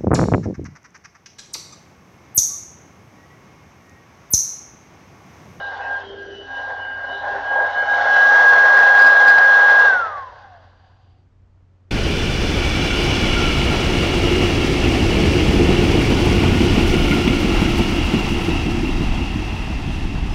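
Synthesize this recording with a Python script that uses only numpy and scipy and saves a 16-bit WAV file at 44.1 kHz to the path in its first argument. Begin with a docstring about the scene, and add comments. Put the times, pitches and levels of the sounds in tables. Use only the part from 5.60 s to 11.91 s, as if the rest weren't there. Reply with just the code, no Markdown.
"""In a small carpeted room, a corded hand vacuum is pushed about, tipped up to the microphone, switched off.
One shaft drives a six-bladed fan, whose blade-passing tone whines over the turbulent rush of air;
the carpet chokes both when it seals the nozzle, while air whistles through gaps and the roller drums.
Drag and friction bring the motor to rest with its brushes rubbing, and a low hum stays in the room."""
import sys
import numpy as np
from scipy import signal
from scipy.fft import rfft, irfft, next_fast_len
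from scipy.io import wavfile

SR = 44100
rng = np.random.default_rng(int(sys.argv[2]) if len(sys.argv) > 2 else 0)


def to_wav(s):
    """Save 16-bit WAV."""
    ch = np.atleast_2d(s).T  # columns
    pcm = np.round(np.clip(ch, -1, 1) * 32767)  # PCM
    wavfile.write(sys.argv[1], SR, pcm.astype(np.int16))


N = 278172
TIME = np.arange(N) / SR
BLADES, COMMUTATOR_BARS, MAINS_HZ, BELT_RATIO = 6, 11, 60, .2462


def fan(angle, pace):
    """Blade-passing tone: each blade sends a pulse through the outlet; eddies shake level and phase."""
    level_db = -10.5 + 1.19 * exposure_db() - 13.5 * seal() + .62 * drift(35)
    level = from_db(level_db) * pace ** 5.96 * standing_waves()
    return np.sqrt(2) * level * np.sin(BLADES * angle + .06 * drift(30))


# Shaft under power, slower on the carpet: (time [s], speed [turns/s])
POWERED_SPEED = [(.35, 267.8), (.9, 270), (1.28, 267.2), (1.45, 268.2), (1.7, 271.1), (2, 271.6),
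                 (2.45, 272.9), (4.268, 272.4)]
def shaft_speed(off_s=4.268, drag_s=1.04, friction_hz_per_s=49.7, stop_s=5.68, grip_s=.21):
    """Damped rotation: after switch-off, drag and dry friction slow the shaft until the brushes grip."""
    friction = friction_hz_per_s * drag_s
    decay = np.exp(-np.maximum(TIME - off_s, 0) / drag_s)
    coasting = (in_time(POWERED_SPEED)[0] + friction) * decay - friction
    return np.maximum(coasting, 0) * np.clip((stop_s - TIME) / grip_s, 0, 1)


# Pressure nodes: (time [s], depth [dB], half width [s])
NODES = [(0, -21, 0.029), (.19, -13, 0.1), (0.491, -32, 0.13), (.79, -34, 0.09), (1.642, -12, 0.037),
         (1.79, -17.5, 0.098), (2.125, -21.5, 0.058), (2.255, -17, 0.049), (2.429, -8.5, 0.077),
         (4.5, -6.5, 0.05), (4.76, -12, 0.076)]
# Antinodes: (time [s], gain [dB], half width [s])
ANTINODES = [(.36, 5.5, .06), (.61, 7, .04), (1.98, 4.5, .07), (2.2, 4, .03), (2.32, 2.5, .03),
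             (2.87, 2, 0.033), (3.45, 2.05, .04), (3.7, 3, .025), (4.95, 7.5, .05)]
def standing_waves():
    """Standing waves: the blade tone's gain passes through the room's sharp nodes and round antinodes."""
    gain = from_db(swells_db(ANTINODES))
    for s, depth_db, half_s in NODES:
        gain = gain * np.sqrt(1 - (1 - from_db(depth_db) ** 2) * bump(s, half_s))
    return gain


# Air gulped as the lip leaves the pile: (time [s], gain [dB], half width [s])
GULPS = [(1.0, 0.5, .05), (1.15, 2.5, .04), (1.68, 4, .035), (1.98, 7, 0.089), (2.38, 1, .07)]
def airflow(angle, pace):
    """Superposition: the noises of the air path add up, with the shaft's harmonics on top."""
    side_on = bump(1.303, .14)   # the body shades the nozzle
    rush_level = air_level(pace, open_db=-22.5, exposed=.86, seal_loss_db=17.5, power=6.5, draught_db=-18)
    rush_level *= from_db(swells_db(GULPS) - 4.5 * side_on)
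    hiss_level = air_level(pace, open_db=-41.5, exposed=.87, seal_loss_db=5.5, power=9, draught_db=-16.5)
    hiss_level *= from_db(7.5 * facing() - 5.5 * side_on)
    eddies = drift(25)
    roar = rush(rush_level, eddies) + housing(pace, eddies)
    treble = hiss(hiss_level)
    beamed = throat(rush_level) + jet(hiss_level)
    tones = rush_level * from_db(1.5) * pace ** 3 * shaft_harmonics(angle)
    return roar + swishing(treble) + beamed + tones + vent(pace)


def air_level(pace, open_db, exposed, seal_loss_db, power, draught_db):
    """Power law: flow noise falls steeply with speed, leaving a slow draught; the seal chokes it."""
    flow = pace ** power + from_db(draught_db) * (pace ** 2 - pace ** power)
    return from_db(open_db + exposed * exposure_db() - seal_loss_db * seal()) * flow


# Spectrum of the intake: (frequency [Hz], relative level [dB])
RUSH_SPECTRUM = [(110, -31.5), (160, -34.5), (210, -26), (340, -21.5), (430, -13.5), (530, -2.5), (650, -3),
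                 (770, 2.5), (900, -2), (1050, -3.5), (1250, -22), (1700, -32.5), (2300, -41.5)]
def rush(level, eddies):
    """Turbulence: air drawn into the nozzle makes broadband noise that flutters with the eddies."""
    return level * from_db(1.7 * eddies) * noise(RUSH_SPECTRUM)


# Spectrum of the fan housing: (frequency [Hz], relative level [dB])
HOUSING_SPECTRUM = [(1150, -32), (1280, -11), (1400, -9), (1500, -1.5), (1600, -0.5), (1700, -4.5),
                    (1850, -11.5), (2100, -16), (2300, -26.5), (2600, -33.5)]
def housing(pace, eddies):
    """Confined turbulence: the same eddies stir a midrange band of noise in the fan housing."""
    level = air_level(pace, open_db=-21.5, exposed=1.25, seal_loss_db=10.5, power=7, draught_db=-21)
    return level * from_db(1.8 * eddies) * noise(HOUSING_SPECTRUM)


# Spectrum of the hiss: (frequency [Hz], relative level [dB])
HISS_SPECTRUM = [(1900, -29.5), (2300, -12), (2650, 2.5), (3050, -1), (3350, 3.5), (3900, 0), (4400, -2),
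                 (4650, -9.5), (5300, -6.5), (6100, -12), (7000, -19), (8500, -32.5), (15000, -47.5)]
def hiss(level):
    """Fine-scale turbulence: the treble of the air noise flickers on its own."""
    return level * from_db(1.3 * drift(30)) * noise(HISS_SPECTRUM)


# Resonances of the nozzle's throat: (frequency [Hz], relative level [dB])
THROAT_SPECTRUM = [(330, -33.5), (450, -8), (530, -6), (620, -11.5), (830, -21), (950, -5.5), (1070, 3),
                   (1150, 0), (1260, -9), (1500, -28)]
def throat(level):
    """Duct resonance: the throat colours the rush and beams it straight out of the nozzle."""
    return level * from_db(-15.5 + 17.5 * facing()) * noise(THROAT_SPECTRUM)


# Spectrum of the brightest hiss: (frequency [Hz], relative level [dB])
JET_SPECTRUM = [(3000, -16), (4400, 3.5), (5000, 0), (5800, 6), (6800, -6), (7500, -17), (9000, -14),
                (10000, -20.5), (15000, -38.5)]
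def jet(level):
    """Jet noise: short waves beam from the nozzle, strongest as it clears the carpet."""
    lift_off = bump(2.8, .2)
    return level * from_db(-15.5 + 5 * facing() + 5 * lift_off) * noise(JET_SPECTRUM)


# Unbalance and fan harmonics: (order [multiple of shaft rate], relative level [dB])
SHAFT_ORDERS = [(2, -29.5), (3, -7.5), (4, -22), (5, -23), (9, -39), (12, -29), (14, -34), (15, -45.5),
                (18, -40)]
def shaft_harmonics(angle):
    """Rotational harmonics: those above the blade tone radiate mainly through the nozzle."""
    low = harmonics(angle, [row for row in SHAFT_ORDERS if row[0] < BLADES], waver_db=2.5)
    high = harmonics(angle, [row for row in SHAFT_ORDERS if row[0] > BLADES], waver_db=3.5)
    return low + from_db(3 - 8 * (1 - facing())) * high


# The side vent swings past the microphone: (time [s], level [dB], half width [s])
VENT_PASSES = [(.04, -52, .15), (1.0, -57, 0.17), (1.59, -49, 0.087), (2.12, -52.5, .1)]
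# Resonance of its slot: (frequency [Hz], relative level [dB])
VENT_SPECTRUM = [(3250, -22), (3600, -3), (3830, 0), (4000, -4), (4250, -22)]
def vent(pace):
    """Slot resonance: cooling air rings the side vent, and a slow draught sustains it while coasting."""
    level = passes(VENT_PASSES) + from_db(-43.5) * facing() ** 4
    return level * (pace ** 6 + from_db(-14) * pace ** 1.3) * noise(VENT_SPECTRUM)


# Cooling slots swing past the microphone: (time [s], level [dB], half width [s])
SLOT_PASSES = [(0, -46.5, .07), (.25, -53, .04), (.79, -38.5, 0.059), (.98, -40, 0.043),
               (1.23, -39.5, 0.037), (1.32, -43, .05), (1.53, -36.5, .055), (1.91, -43.5, .05),
               (2.22, -43, .13), (2.58, -38.5, .08)]
def commutator(angle, pace):
    """Modulation: bars tick past the brushes, unevenly under load; current peaks twice a mains cycle."""
    level = from_db(-56.5) + from_db(-47.5) * facing() + passes(SLOT_PASSES)
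    load = 1 - facing()
    current = 1 + .35 * load * np.sin(2 * np.pi * 2 * MAINS_HZ * TIME)
    chatter = .57 * load * drift(35)
    return level * pace ** 9 * current * np.sin(COMMUTATOR_BARS * angle + chatter)


# Resonances of the shell: (frequency [Hz], relative level [dB])
SHELL_SPECTRUM = [(450, -11), (640, 7), (750, 19), (880, 3), (1300, -8), (2300, -9), (2900, 1), (3400, -3),
                  (4000, -8), (4520, -3.5), (4800, 2.5), (5100, -17.5), (7000, -20.5)]
def brushes(pace):
    """Friction noise: carbon rubs on the commutator and rings the shell as long as the shaft turns."""
    return from_db(-54.5 + 1.8 * drift(18)) * pace ** .71 * noise(SHELL_SPECTRUM)


def unbalance(angle, pace):
    """Forced vibration: the rotor shakes the shell once a turn, more freely off the carpet."""
    level_db = -58.5 + 9.4 * facing() ** 2 + 3.5 * drift(12)
    return np.sqrt(2) * from_db(level_db) * pace ** 6 * np.sin(angle + .45 * drift(20))


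# Drone of the bristle rows: (order [multiple of roller rate], relative level [dB])
ROLLER_ORDERS = [(5, -18.5), (6, -1.5), (7, -30.5)]
# Spectrum of the scrubbed pile: (frequency [Hz], relative level [dB])
PILE_SPECTRUM = [(140, -31.5), (210, -6.5), (300, -4), (480, 0.5), (620, -2), (900, -23.5)]
# The nozzle is pressed into the pile: (start [s], end [s], seal [0-1], relative roller level [dB])
PRESSES = [(0.442, 0.847, 0.98, -38), (1.53, 1.59, .1, -42.5), (1.709, 1.797, 0.02, -37),
           (1.96, 2.018, 0, -44)]
def roller(angle):
    """Periodic impact and friction: bristles drum on the pile and scrub it, loudest when pressed down."""
    pressed = sum(from_db(db) * held(start, end, edge_s=.014) for start, end, _, db in PRESSES)
    level = pressed + from_db(-49) * (1 - facing()) ** 4
    drone = harmonics(BELT_RATIO * angle, ROLLER_ORDERS, waver_db=2.5)
    return level * (from_db(-1) * drone + from_db(-7) * noise(PILE_SPECTRUM))


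def seal(cling_s=.04):
    """Suction: the carpet closes the nozzle (0 open, 1 tight) and clings a moment after the press."""
    return sum(tight * held(start, end + cling_s, edge_s=.024) for start, end, tight, _ in PRESSES)


# Two air whistles, then a motor squeal, one list each: (time [s], pitch [Hz], level [dB])
HIGH_GLIDES = [
    [(.18, 2730, -100), (.215, 2660, -47), (.27, 2640, -49), (.34, 2580, -100)],
    [(.24, 3260, -100), (.3, 3360, -53), (.38, 3233, -55), (.5, 3170, -43.5), (.6, 3190, -53.5),
     (.8, 3020, -53), (1.0, 3100, -100)],
    [(.55, 5730, -110), (.63, 5850, -62.5), (.85, 5870, -68.5), (1.05, 5780, -65), (1.2, 5840, -110)],
]
def gap_whistles():
    """Edge tones: air whistles between nozzle and carpet, gliding as the gaps change."""
    return sum(gliding_band(rows) for rows in HIGH_GLIDES[:2])


def motor_squeal():
    """Narrow-band noise: a thin motor squeal near 5.8 kHz, about an octave above the commutator tone."""
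    return gliding_band(HIGH_GLIDES[2])


# Aim of the nozzle: (time [s], facing [0 on the carpet, 1 head-on])
NOZZLE_AIM = [(2.05, 0.18), (2.24, 0.3), (2.35, 0.69), (3.4, 0.7)]
def facing():
    """Directivity: how far the nozzle's beam points at the microphone."""
    return in_time(NOZZLE_AIM)[0]


# Openness of the path to the microphone: (time [s], relative level [dB])
EXPOSURE = [(0, -13), (.33, -11.5), (1.0, -14.5), (1.6, -13.5), (1.7, -9), (1.87, -11), (2.24, -6.5),
            (2.35, -4.5), (2.7, -0.33), (3.6, 0.46), (4.27, -0.5)]
def exposure_db():
    """Spreading and shading: more sound arrives as the vacuum comes near and tips up."""
    return in_time(EXPOSURE)[0]


# Close reflection off floor and furniture: (time [s], lag [ms], strength [0-1])
CLOSE_ECHO = [(0, 1.17, 0), (.35, 1.23, 0.17), (.75, 0.47, 0.1), (1.05, 1.11, 0.04), (1.4, 1.48, 0.12),
              (1.65, 1.18, 0.24), (2.05, 1.36, 0.1), (2.35, 1.34, 0.43), (2.6, 1.52, 0.26),
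              (2.85, 1.47, 0.01)]
def shifting_echo(air):
    """Comb filtering: an echo of changing lag gives the air a hollow colour that sweeps with the motion."""
    lag_ms, strength = in_time(CLOSE_ECHO)
    return (air + strength * delayed(air, lag_ms)) / np.sqrt(1 + strength ** 2)


def swishing(treble, spacing_ms=1.2, swing_ms=.24):
    """Interference: three reflections wander as the vacuum sweeps, so bands of hiss come and go."""
    strength = .6 * (1 - facing())
    echoes = sum(delayed(treble, spacing_ms * k + swing_ms * drift(1.5)) for k in (1, 2, 3))
    return (treble + strength * echoes) / np.sqrt(1 + 3 * strength ** 2)


def room(x, t60):
    """Reverberation: ten feedback delays between the walls die away by 60 dB in t60 seconds."""
    size = next_fast_len(N + SR)
    hz = np.arange(size // 2 + 1) * SR / size
    response = 0
    for k, delay_s in enumerate(np.geomspace(.017, .053, 10)):
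        loop = from_db(-60 * delay_s / t60) * np.exp(-2j * np.pi * hz * delay_s)
        response += (-1) ** k * loop / (1 - loop)
    return irfft(rfft(x, size) * response, size)[:N] / np.sqrt(10)


# Rumble of the room: (frequency [Hz], relative level [dB])
RUMBLE_SPECTRUM = [(20, -6), (32, -7.5), (55, 0), (72, -8.5), (115, -4), (150, -15), (200, -16), (260, -17),
                   (400, -23), (800, -27.5), (1500, -34), (4000, -46.5), (15000, -54.5)]
def background(hum_hz=91):
    """Ambient noise: the room rumbles and some appliance hums."""
    hum = np.sqrt(2) * np.sin(2 * np.pi * hum_hz * TIME + .2 * drift(4))
    return from_db(-56) * noise(RUMBLE_SPECTRUM) + from_db(-54 + drift(5)) * hum


def harmonics(angle, orders, waver_db):
    """Harmonic series: partials locked to a turning part, each wavering in level on its own."""
    partials = 0
    for order, db in orders:
        level = np.sqrt(2) * from_db(db + waver_db * drift(25))
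        partials += level * np.sin(order * angle + rng.uniform(0, 2 * np.pi))
    return partials


def gliding_band(rows, width_hz=60):
    """Random modulation: slow noise spreads a gliding tone into a narrow band."""
    hz, level_db = in_time(rows)
    phase = 2 * np.pi * np.cumsum(hz) / SR
    return from_db(level_db) * (drift(width_hz) * np.sin(phase) + drift(width_hz) * np.cos(phase))


def noise(spectrum):
    """Spectral shaping: noise of rms 1 with the given colour."""
    hz, db = np.transpose(spectrum)
    bins = np.arange(1, N // 2 + 2) * SR / N
    gain = from_db(np.interp(np.log(bins), np.log(hz), db, left=-120, right=-120))
    return rms_one(irfft(rfft(rng.standard_normal(N)) * gain, N))


def drift(rate):
    """Low-passed noise of rms 1 that changes about rate times a second."""
    hz = np.arange(N // 2 + 1) * SR / N
    return rms_one(irfft(rfft(rng.standard_normal(N)) / (1 + (hz / rate) ** 2), N))


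def delayed(x, lag_ms):
    """Propagation delay, which may vary in time."""
    return np.interp(TIME - lag_ms / 1000, TIME, x)


def in_time(rows):
    """Linear interpolation of each column over time."""
    s, *columns = np.transpose(rows)
    return [np.interp(TIME, s, column) for column in columns]


def bump(s, half_s):
    """Gaussian swell of height 1."""
    return np.exp(-((TIME - s) / half_s) ** 2)


def swells_db(rows):
    """Gain in dB from passing swells."""
    return sum(db * bump(s, half_s) for s, db, half_s in rows)


def passes(rows):
    """Amplitude of a beam that sweeps past now and then."""
    return sum(from_db(db) * bump(s, half_s) for s, db, half_s in rows)


def held(start, end, edge_s):
    """Gate with soft attack and release."""
    return (np.tanh((TIME - start) / (2 * edge_s)) - np.tanh((TIME - end) / (2 * edge_s))) / 2


def from_db(db):
    return 10 ** (np.asarray(db) / 20)


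def rms_one(x):
    return x / np.sqrt(np.mean(x ** 2) + 1e-20)


def scene():
    """Mechanical coupling: one shaft drives fan, motor noises and roller, so their pitches fall together."""
    speed = shaft_speed()
    angle = 2 * np.pi * np.cumsum(speed) / SR
    pace = speed / speed.max()
    motor = fan(angle, pace) + unbalance(angle, pace) + commutator(angle, pace) + brushes(pace)
    glides = gap_whistles() + motor_squeal()
    vacuum = motor + glides + shifting_echo(airflow(angle, pace)) + roller(angle)
    return (vacuum + from_db(-11.5) * room(vacuum, t60=.32) + background())[None]


def record(dry):
    """Saturation and low-pass filtering: the preamplifier rounds peaks, dulls the treble and clips."""
    rounded = dry / (1 + (dry / .735) ** 8) ** (1 / 8)
    dull = signal.sosfilt(signal.butter(5, 7100, fs=SR, output="sos"), rounded)
    clipped = np.clip(dull, -.715, .715)
    return signal.sosfilt(signal.cheby2(12, 60, 16000, fs=SR, output="sos"), clipped)


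dry = scene()
out = record(dry)
to_wav(out)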